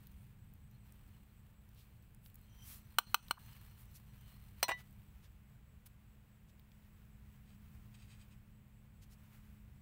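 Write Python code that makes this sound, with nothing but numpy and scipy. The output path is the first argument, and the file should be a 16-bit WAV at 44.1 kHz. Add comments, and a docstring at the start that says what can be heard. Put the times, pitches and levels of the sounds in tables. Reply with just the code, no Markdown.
"""Gloves rub on a small, gritty metal bowl as they turn it; outdoors, low hum, faint crickets.
Three knocks on a wooden pole shake out dirt: damped modes of bowl and pole, plus a short crack.
Lowered into a basket, the bowl clinks on a clay pot, thuds on the basket floor and chatters to rest.
Then a china mug is lifted from dry litter and turned in the gloves, which rub softly on it.
Rubbing is a run of tiny slips: it hisses and drives the modes of bowl and mug."""
import sys
import numpy as np
from scipy import signal
from scipy.fft import rfft, irfft, next_fast_len
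from scipy.io import wavfile
from scipy.ndimage import uniform_filter1d, minimum_filter1d

SR = 44100
rng = np.random.default_rng(int(sys.argv[2]) if len(sys.argv) > 2 else 0)


def to_wav(s):
    """Save 16-bit WAV."""
    ch = np.atleast_2d(s).T  # columns
    pcm = np.round(np.clip(ch, -1, 1) * 32767)  # PCM
    wavfile.write(sys.argv[1], SR, pcm.astype(np.int16))


N = 432621
TIME_S = np.arange(N) / SR
EVENT_S = np.arange(SR // 3) / SR  # time axis of one event
EVENT_MID_S = EVENT_S.mean()

# wandering hum: t/s, f/Hz, level/dB
HUM_CURVE = [(0.0, 203, -68.5), (0.38, 202.5, -71), (0.85, 208.9, -70), (2.15, 207.1, -75.5),
             (2.9, 212.5, -69), (3.4, 208, -71.5), (3.9, 208.2, -71), (4.45, 200.6, -69.5),
             (4.8, 201.7, -68), (5.25, 205.8, -73), (6.1, 210.3, -73), (7.6, 207.1, -66.5),
             (9.05, 210.6, -69.5), (9.6, 209.8, -65.5), (9.81, 203.4, -72)]
# faint steady hum lines: f/Hz, level/dB
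HUM_LINES = [(56, -74), (112, -73)]
# rumble envelope: t/s, level/dB
RUMBLE_CURVE = [(0.0, -58), (1.0, -58.5), (1.7, -62), (3.1, -58.5), (4.9, -58.5), (6.25, -63), (7.9, -57.5),
                (8.9, -60.5), (9.81, -58)]
# rumble spectrum: f/Hz, rel. level/dB
RUMBLE_SPECTRUM = [(15, -19.5), (25, -4.5), (36, -2.5), (56, 1.5), (90, -2), (125, -1), (160, -8),
                   (195, -12.5), (235, -18), (330, -28), (600, -45.5), (3000, -90.5)]
# open-air spectrum: f/Hz, rel. level/dB
AIR_SPECTRUM = [(180, -31), (300, 0.5), (378, -7), (417, -1.5), (535, -5.5), (652, -6), (1140, -7.5),
                (1280, -9), (1460, -8), (2650, -10), (5850, -26.5), (8010, -17), (10800, -24.5),
                (15500, -13.5)]
# far crickets: start/s, end/s, f/Hz, chirp period/s, level/dB
FAR_CRICKETS = [(.1, 9.81, 7900, .204, -89), (.1, 9.81, 7660, .204, -93), (.4, 1.5, 8280, .153, -87),
                (.02, .35, 9330, .33, -85)]
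# scatter off ground and plants: f/Hz, rel. level/dB
SCATTER_SPECTRUM = [(200, -2.0), (700, -4.0), (1300, -9.0), (3000, -6.5), (15000, -8.5)]

# metal bowl: f/Hz, free t60/s, rim-struck level/dB, wall-struck level/dB
BOWL_MODES = [(983, 0.12, -30.5, -13.5), (1166, .06, -2, -19.5), (2070, .035, -18, -14.5),
              (2325, .06, -16.5, -17), (2570, .06, -18, -14.5), (2990, 0.039, -4, -7.5),
              (3150, 0.037, -12, -26.5), (3440, 0.092, -20.5, -20.5), (3880, 0.098, -16, -19),
              (4190, .085, -5, -5.5), (4630, 0.015, -21.5, -4.5), (5278, .055, -25.5, -10),
              (5500, 0.044, -25.5, -11.5), (5860, 0.09, -16.5, -11), (5970, 0.065, -19, -10),
              (6160, .05, -18.5, -11.5), (7955, .045, -22, -17), (8640, .055, -13.5, -9.5),
              (8800, 0.05, -23, -28), (13000, 0.065, -17.5, -23.5), (13780, 0.063, -13.5, -20.5),
              (14150, 0.051, -13.5, -16), (14630, .06, -13.5, -23.5), (14600, .06, -14.5, -33),
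              (15700, .035, -9.5, -18), (15400, 0.05, -25.5, -17.5)]
# wooden pole: f/Hz, t60/s, rel. level/dB
POLE_MODES = [(750, 0.027, -18), (953, 0.017, -2), (1450, 0.015, 2), (1586, 0.015, -9.5),
              (2630, 0.0057, -11)]
# pot ring with dull basket thud: f/Hz, t60/s, rel. level/dB
POT_BASKET_MODES = [(577.3, .02, -23), (736, 0.059, -17), (840, 0.024, -1), (998, .06, -5.5),
                    (1106, 0.066, -10.5), (1458, 0.018, -7), (1650, .04, -11), (1783, .07, -16),
                    (1976, 0.16, -8), (2444, .05, -11.5), (2810, 0.0054, -3), (2805, .05, -6),
                    (3016, 0.2, -26.5), (3800, .12, -18.5), (4830, 0.075, -25.5)]
# held china mug: f/Hz, t60/s, rel. level/dB
MUG_MODES = [(1688, 0.0019, 0), (2552, 0.0096, -4), (3130, 0.012, -8.5), (3830, 0.006, -5),
             (4770, 0.013, -11.5), (5400, 0.013, -15.5), (6600, 0.0048, -8.5), (8000, 0.007, -6),
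             (8970, 0.009, -10)]

# glove sliding on the mug: t/s, rel. level/dB
MUG_EFFORT = [(5.1, -79.5), (5.6, -85), (6.35, -84.5), (6.85, -81.5), (8.2, -77.5), (8.6, -88.5),
              (9.15, -83), (9.33, -76), (9.81, -85)]
# cloth on glaze: f/Hz, rel. level/dB
MUG_RUB_SPECTRUM = [(300, -6), (1000, 6.5), (2500, 4.5), (4500, -4.5), (8000, -6), (11000, -4.5),
                    (13000, -1.5), (15200, 4)]
# finger strokes on the mug: mid t/s, half-length/s, level/dB
MUG_STROKES = [(7.504, 0.027, -75.5), (7.95, 0.007, -65.5), (8.017, 0.028, -68.5), (8.119, .026, -67),
               (8.215, 0.018, -68.5), (8.325, 0.012, -71)]
# glove sliding on the bowl: t/s, rel. level/dB
BOWL_EFFORT = [(0.0, -70), (0.45, -82.5), (0.92, -73), (1.6, -81.5), (1.85, -73.5), (2.2, -83.5),
               (2.62, -68), (2.9, -71.5), (3.45, -65), (4.05, -74), (4.28, -68), (5.1, -76)]
# cloth on metal: f/Hz, rel. 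level/dB
BOWL_RUB_SPECTRUM = [(300, -17.5), (900, 5), (3000, 1.5), (6500, -10), (8800, -2.5), (11000, -6.5),
                     (13000, 1.5), (15200, 3)]
# finger drags on the bowl: mid t/s, half-length/s, f/Hz, level/dB
BOWL_SQUEALS = [(.75, 0.011, 4220, -80), (2.62, 0.1, 3138, -77), (2.66, 0.12, 5894, -77),
                (3.09, 0.055, 4230, -74), (3.66, .1, 4280, -85), (4.25, 0.038, 3050, -75.5)]
# glove, dirt and litter slips, and one soft bump of the bowl on the pole (3.379 s):
# mid t/s, half-length/s, level/dB, f/Hz, width/oct, sparkle level/dB
SCUFFS_AND_BUMP = [(1.797, .028, -72.5, 3600, 0.49, -71), (2.262, .022, -83, 3200, .6, -65),
                   (2.712, 0.047, -60.5, 2980, 1.7, -57), (3.379, 0.0045, -50.5, 1100, 0.35, -80),
                   (3.809, .022, -75, 5000, 1.2, -69), (3.962, .012, -60.5, 7050, 1.5, -67),
                   (4.798, 0.016, -63, 1490, 1.1, -68), (5.247, 0.013, -70, 2400, 0.99, -78),
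                   (5.867, 0.0053, -63, 3000, 1.7, -59), (6.495, 0.0092, -74.5, 3200, 1, -88),
                   (9.032, .011, -67, 3800, 1.5, -89), (9.125, 0.015, -67, 4300, 1.9, -93)]
# clearest grit snaps: t/s, level/dB, centre f/Hz, rel. sparkle level/dB
GRIT_SNAPS = [(0.0702, -61.5, 4000, -58), (0.5375, -67, 8800, -65), (0.9226, -59, 8400, -61),
              (2.1475, -61, 9980, -68), (2.2615, -55, 3460, -68), (2.3002, -68, 3170, -66),
              (2.3436, -61, 8780, -61), (2.356, -59, 8580, -56), (3.2835, -55, 4140, -62),
              (3.5315, -60, 4020, -65), (6.596, -68, 3320, -69), (6.7175, -62, 3230, -74)]

# bowl clinks on the pot and thuds on the basket floor (4.6897 s):
# t/s, bowl level/dB, pot and basket level/dB, crack level/dB, crack t60/s, contact cutoff/Hz
LANDING_HITS = [(4.6288, -16, -31.5, -13, .04, 14900), (4.6824, -45, -35.5, -25, .03, 14000),
                (4.6897, -36, -20, -16.5, .022, 3500), (4.6946, -43, -42, -20, .04, 4020),
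                (4.7020, -39, -26, -34, .04, 3030), (4.7095, -45, -31, -28, .04, 2520),
                (4.716, -39.5, -28.5, -38, .04, 3000)]
# crack of the landing bowl: f/Hz, rel. level/dB
LANDING_SPECTRUM = [(150, -9), (300, -8.5), (700, 10), (1500, 1.5), (3000, 2.5), (6000, -18.5), (7000, -7),
                    (8600, 0.5), (11000, -11), (15000, 4)]
# bowl on pole: t/s, bowl level/dB, pole level/dB, crack level/dB, contact cutoff/Hz
POLE_HITS = [(2.9851, -10, -9.5, -8.5, 14540), (3.1441, -11.5, -11.5, -13, 14500),
             (3.3097, -17.5, -17, -21.5, 14000)]
# crack of bowl on pole: f/Hz, rel. level/dB
KNOCK_SPECTRUM = [(120, -15), (350, 3), (600, -1), (1250, 7), (1900, -7), (2500, -2), (4000, -1.5),
                  (7000, -8.5), (8600, 0.5), (11000, -10.5), (15000, 6)]

BOWL_END_S, MUG_START_S = BOWL_EFFORT[-1][0], MUG_EFFORT[0][0]


def from_db(db):
    """Decibels to gain."""
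    return 10 ** (np.asarray(db) / 20)


def unit_rms(x):
    """Scale to rms 1."""
    return x / np.sqrt(np.mean(x ** 2) + 1e-20)


def curves(rows):
    """Each value column, interpolated to every sample."""
    t_s, *columns = np.transpose(rows)
    return [np.interp(TIME_S, t_s, column) for column in columns]


def add(out, t_s, sound):
    """Mix a sound in from t_s."""
    start = max(0, int(round(t_s * SR)))
    out[start:start + len(sound)] += sound[:N - start]


def coloured(x, spectrum):
    """Shape noise by a spectrum; rms 1."""
    hz, db = np.transpose(spectrum)
    size = next_fast_len(len(x))
    bins_hz = np.maximum(np.fft.rfftfreq(size, 1 / SR), 1)
    gain = from_db(np.interp(np.log(bins_hz), np.log(hz), db))
    return unit_rms(irfft(rfft(x, size) * gain, size)[:len(x)])


def hump(hz, width_oct):
    """Bell-shaped spectrum, -3 dB at width_oct either side."""
    return [(hz * 2 ** (k * width_oct), -3 * k * k) for k in range(-4, 5)]


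def swell(half_s):
    """Gaussian envelope, centred on EVENT_MID_S."""
    return np.exp(-.5 * ((EVENT_S - EVENT_MID_S) / half_s) ** 2)


def drift(rate_hz):
    """Random wander between unit-normal knots."""
    knots = rng.standard_normal(N // 50)
    return np.interp(TIME_S * rate_hz, np.arange(len(knots)), knots)


def tone(hz):
    """Sine following a pitch curve; rms 1."""
    return unit_rms(np.sin(2 * np.pi * np.cumsum(hz) / SR))


def grains(size, spread_db):
    """Friction: dense tiny slips of unequal strength."""
    return rng.standard_normal(size) * from_db(spread_db * rng.standard_normal(size))


def resonate(force, hz, t60_s):
    """One driven mode; a unit click rings at height 1."""
    radius, angle = from_db(-60 / (t60_s * SR)), 2 * np.pi * hz / SR
    return signal.lfilter([0, np.sin(angle)], [1, -2 * radius * np.cos(angle), radius ** 2], force)


def ring(modes, scatter_db):
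    """Struck modes: decaying sines of alternating sign, levels scattered per blow."""
    hz, t60_s, db = np.transpose(modes)[:, :, None]
    sign = (-1) ** np.arange(len(db))[:, None]
    gain = sign * from_db(db + scatter_db * rng.standard_normal(db.shape))
    return np.sum(gain * np.sin(2 * np.pi * hz * EVENT_S) * from_db(-60 * EVENT_S / t60_s), axis=0)


def crack(spectrum, t60_s):
    """Crowded short-lived modes as a dying noise burst."""
    return coloured(rng.standard_normal(len(EVENT_S)), spectrum) * from_db(-60 * EVENT_S / t60_s)


def contact(x, cutoff_hz):
    """Softer contact, less treble."""
    return signal.sosfilt(signal.butter(1, cutoff_hz, fs=SR, output="sos"), x)


def gripped(t60_s, hand_t60_s=.038):
    """Decay time with the hand's losses added to the metal's."""
    return 1 / (1 / t60_s + 1 / hand_t60_s)


def background(air_db):
    """Wandering hum, faint lines, low rumble and open-air hiss."""
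    hum_hz, hum_db = curves(HUM_CURVE)
    hum = from_db(hum_db) * tone(hum_hz)
    for line_hz, db in HUM_LINES:
        wavering_hz = line_hz * (1 + .006 * drift(40))
        hum += from_db(db + 2.5 * drift(1.7)) * tone(wavering_hz)
    rumble_db, = curves(RUMBLE_CURVE)
    rumble = from_db(rumble_db) * coloured(rng.standard_normal(N), RUMBLE_SPECTRUM)
    air = from_db(air_db) * coloured(rng.standard_normal(N), AIR_SPECTRUM)
    return hum + rumble + air


def crickets(jitter_beats, flicker_db):
    """Thin repeated chirps, unsteady in pace, pitch and level."""
    out = np.zeros(N)
    for start_s, end_s, hz, period_s, db in FAR_CRICKETS:
        beat = (TIME_S - start_s) / period_s + jitter_beats * drift(4)
        chirps = np.sin(np.pi * beat) ** 4 * (TIME_S > start_s) * (TIME_S < end_s)
        pitch_hz = hz * (1 + .007 * drift(400))
        out += from_db(db + flicker_db * drift(9.5)) * chirps * tone(pitch_hz)
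    return out


def surroundings(x, wet_db):
    """Direct sound plus a brief tail scattered by ground and plants."""
    tail = crack(SCATTER_SPECTRUM, t60_s=.17)
    return x + from_db(wet_db) * signal.fftconvolve(x, tail / np.linalg.norm(tail))[:N]


def mug_rub(hiss_gain_db):
    """Cloth hisses over glaze; firmer strokes rasp into the mug's modes."""
    effort_db, = curves(MUG_EFFORT)
    hiss = coloured(grains(N, spread_db=5), MUG_RUB_SPECTRUM) * from_db(1.5 * drift(20))
    out = from_db(effort_db + hiss_gain_db) * hiss * (TIME_S > MUG_START_S)
    for t_s, half_s, db in MUG_STROKES:
        force = grains(len(EVENT_S), spread_db=6)
        rasp = sum((-1) ** k * from_db(mode_db) * resonate(force, hz, t60_s)
                   for k, (hz, t60_s, mode_db) in enumerate(MUG_MODES))
        add(out, t_s - EVENT_MID_S, from_db(db) * swell(half_s) * unit_rms(rasp))
    return out


def bowl_rub(hiss_gain_db, sing_db, sing_slope, wall_share, slip_delay_s, slip_gain_db):
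    """Knit hisses over embossed metal; firm sliding and a slip after each knock make the modes sing."""
    effort_db, = curves(BOWL_EFFORT)
    catching = from_db(2 * drift(25) + 1.8 * drift(250))
    hiss = coloured(grains(N, spread_db=6.5), BOWL_RUB_SPECTRUM) * catching
    hiss *= from_db(effort_db + hiss_gain_db)
    drag = from_db(sing_db + sing_slope * (effort_db - effort_db.max()) + 3.1 * drift(14))
    for t_s, bowl_db, *_ in POLE_HITS:
        slip = from_db(bowl_db + slip_gain_db) * swell(half_s=.025)
        add(drag, t_s + slip_delay_s - EVENT_MID_S, slip)
    force = grains(N, spread_db=2.5)
    singing = np.zeros(N)
    for hz, t60_s, rim_db, wall_db in BOWL_MODES:
        if 2800 < hz < 10000:
            mode_db = rim_db + wall_share * (wall_db - rim_db) + 4.5 * drift(20)
            singing += from_db(mode_db) * np.sqrt(hz) * resonate(force, hz, gripped(t60_s))
    return (hiss + drag * unit_rms(singing)) * (TIME_S < BOWL_END_S)


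def squeals(t60_s, flutter_db):
    """Fingertip stick-slip feeds a single bowl mode; the level flutters."""
    out = np.zeros(N)
    for t_s, half_s, hz, db in BOWL_SQUEALS:
        mode = unit_rms(resonate(grains(len(EVENT_S), spread_db=2), hz, t60_s))
        add(out, t_s - EVENT_MID_S, from_db(db) * swell(half_s) * mode)
    return out * from_db(flutter_db * drift(35))


def scuffs_and_bump(sparkle_hz, sparkle_oct):
    """Glove, dirt and litter slips, one soft bump of bowl on pole: grainy swells, sparkle on top."""
    out = np.zeros(N)
    for t_s, half_s, db, hz, width_oct, sparkle_db in SCUFFS_AND_BUMP:
        noise = grains(len(EVENT_S), spread_db=4.5)
        body = from_db(db) * coloured(noise, hump(hz, width_oct))
        sparkle = from_db(sparkle_db) * coloured(noise, hump(sparkle_hz, sparkle_oct))
        add(out, t_s - EVENT_MID_S, swell(half_s) * (body + sparkle))
    return out


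def grit(t60_s, sparkle_gain_db, faint_per_s, faint_db, faint_hz):
    """Grains snap and die at once; fainter ones come at random while the bowl is handled."""
    out = np.zeros(N)
    gap_draw, level_draw, pitch_draw = rng.random((40, 3)).T
    times_s = np.cumsum(-np.log(1 - gap_draw)) / faint_per_s
    levels_db = faint_db + 4 * (level_draw - .5)
    centres_hz = faint_hz * 2 ** (1.2 * (pitch_draw - .5))
    faint = [(t_s, db, hz, db) for t_s, db, hz in zip(times_s, levels_db, centres_hz) if t_s < BOWL_END_S]
    for t_s, db, hz, sparkle_db in GRIT_SNAPS + faint:
        add(out, t_s, from_db(db) * crack(hump(hz, width_oct=.45), t60_s))
        add(out, t_s, from_db(sparkle_db + sparkle_gain_db) * crack(hump(18300, width_oct=.33), t60_s))
    return out


def landing():
    """The loosely held bowl clinks on the pot, thuds on the basket floor and chatters to rest."""
    out = np.zeros(N)
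    free_modes = [(hz, t60_s, wall_db) for hz, t60_s, _, wall_db in BOWL_MODES]
    for t_s, bowl_db, pot_basket_db, crack_db, crack_t60_s, cutoff_hz in LANDING_HITS:
        bowl = from_db(bowl_db) * ring(free_modes, scatter_db=1.2)
        pot_basket = from_db(pot_basket_db) * ring(POT_BASKET_MODES, scatter_db=1)
        burst = from_db(crack_db) * crack(LANDING_SPECTRUM, crack_t60_s)
        add(out, t_s, contact(bowl + pot_basket + burst, cutoff_hz))
    return out


def knocks():
    """The rim hits the pole; the grip damps every bowl mode."""
    out = np.zeros(N)
    held_modes = [(hz, gripped(t60_s), rim_db) for hz, t60_s, rim_db, _ in BOWL_MODES]
    for t_s, bowl_db, pole_db, crack_db, cutoff_hz in POLE_HITS:
        bowl = from_db(bowl_db) * ring(held_modes, scatter_db=3.53)
        pole = from_db(pole_db) * ring(POLE_MODES, scatter_db=.47)
        burst = from_db(crack_db) * crack(KNOCK_SPECTRUM, t60_s=.02)
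        add(out, t_s, contact(bowl + pole + burst, cutoff_hz))
    return out


def scene():
    """Blows, handling and background; mono."""
    blows = surroundings(knocks() + landing(), wet_db=-24)
    handling = grit(t60_s=.011, sparkle_gain_db=13, faint_per_s=3, faint_db=-70, faint_hz=7000)
    handling += scuffs_and_bump(sparkle_hz=14800, sparkle_oct=.44)
    gloves = bowl_rub(hiss_gain_db=1.1, sing_db=-76, sing_slope=1.3, wall_share=.1,
                      slip_delay_s=.055, slip_gain_db=-53.5)
    gloves += squeals(t60_s=.05, flutter_db=3) + mug_rub(hiss_gain_db=7)
    outdoors = crickets(jitter_beats=.16, flicker_db=1.5) + background(air_db=-74.5)
    return (blows + handling + gloves + outdoors)[None]


def gain_control(x, threshold_db, depth_db, hold_s):
    """Loud peaks pull the gain down; it holds, then recovers."""
    wanted_db = -np.clip(20 * np.log10(np.abs(x) + 1e-9) - threshold_db, 0, depth_db)
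    window = int(hold_s * SR) | 1
    held_db = minimum_filter1d(wanted_db, window, origin=window // 2)
    ahead = SR // 500  # 2 ms look-ahead and smoothing
    return x * from_db(uniform_filter1d(np.roll(held_db, -ahead), ahead))


def record(dry):
    """Gain control, then a steep low-pass at 15.7 kHz."""
    levelled = gain_control(dry, threshold_db=-17, depth_db=8, hold_s=.08)
    return signal.sosfilt(signal.ellip(10, .2, 70, 15700, fs=SR, output="sos"), levelled)


dry = scene()
out = record(dry)
to_wav(out)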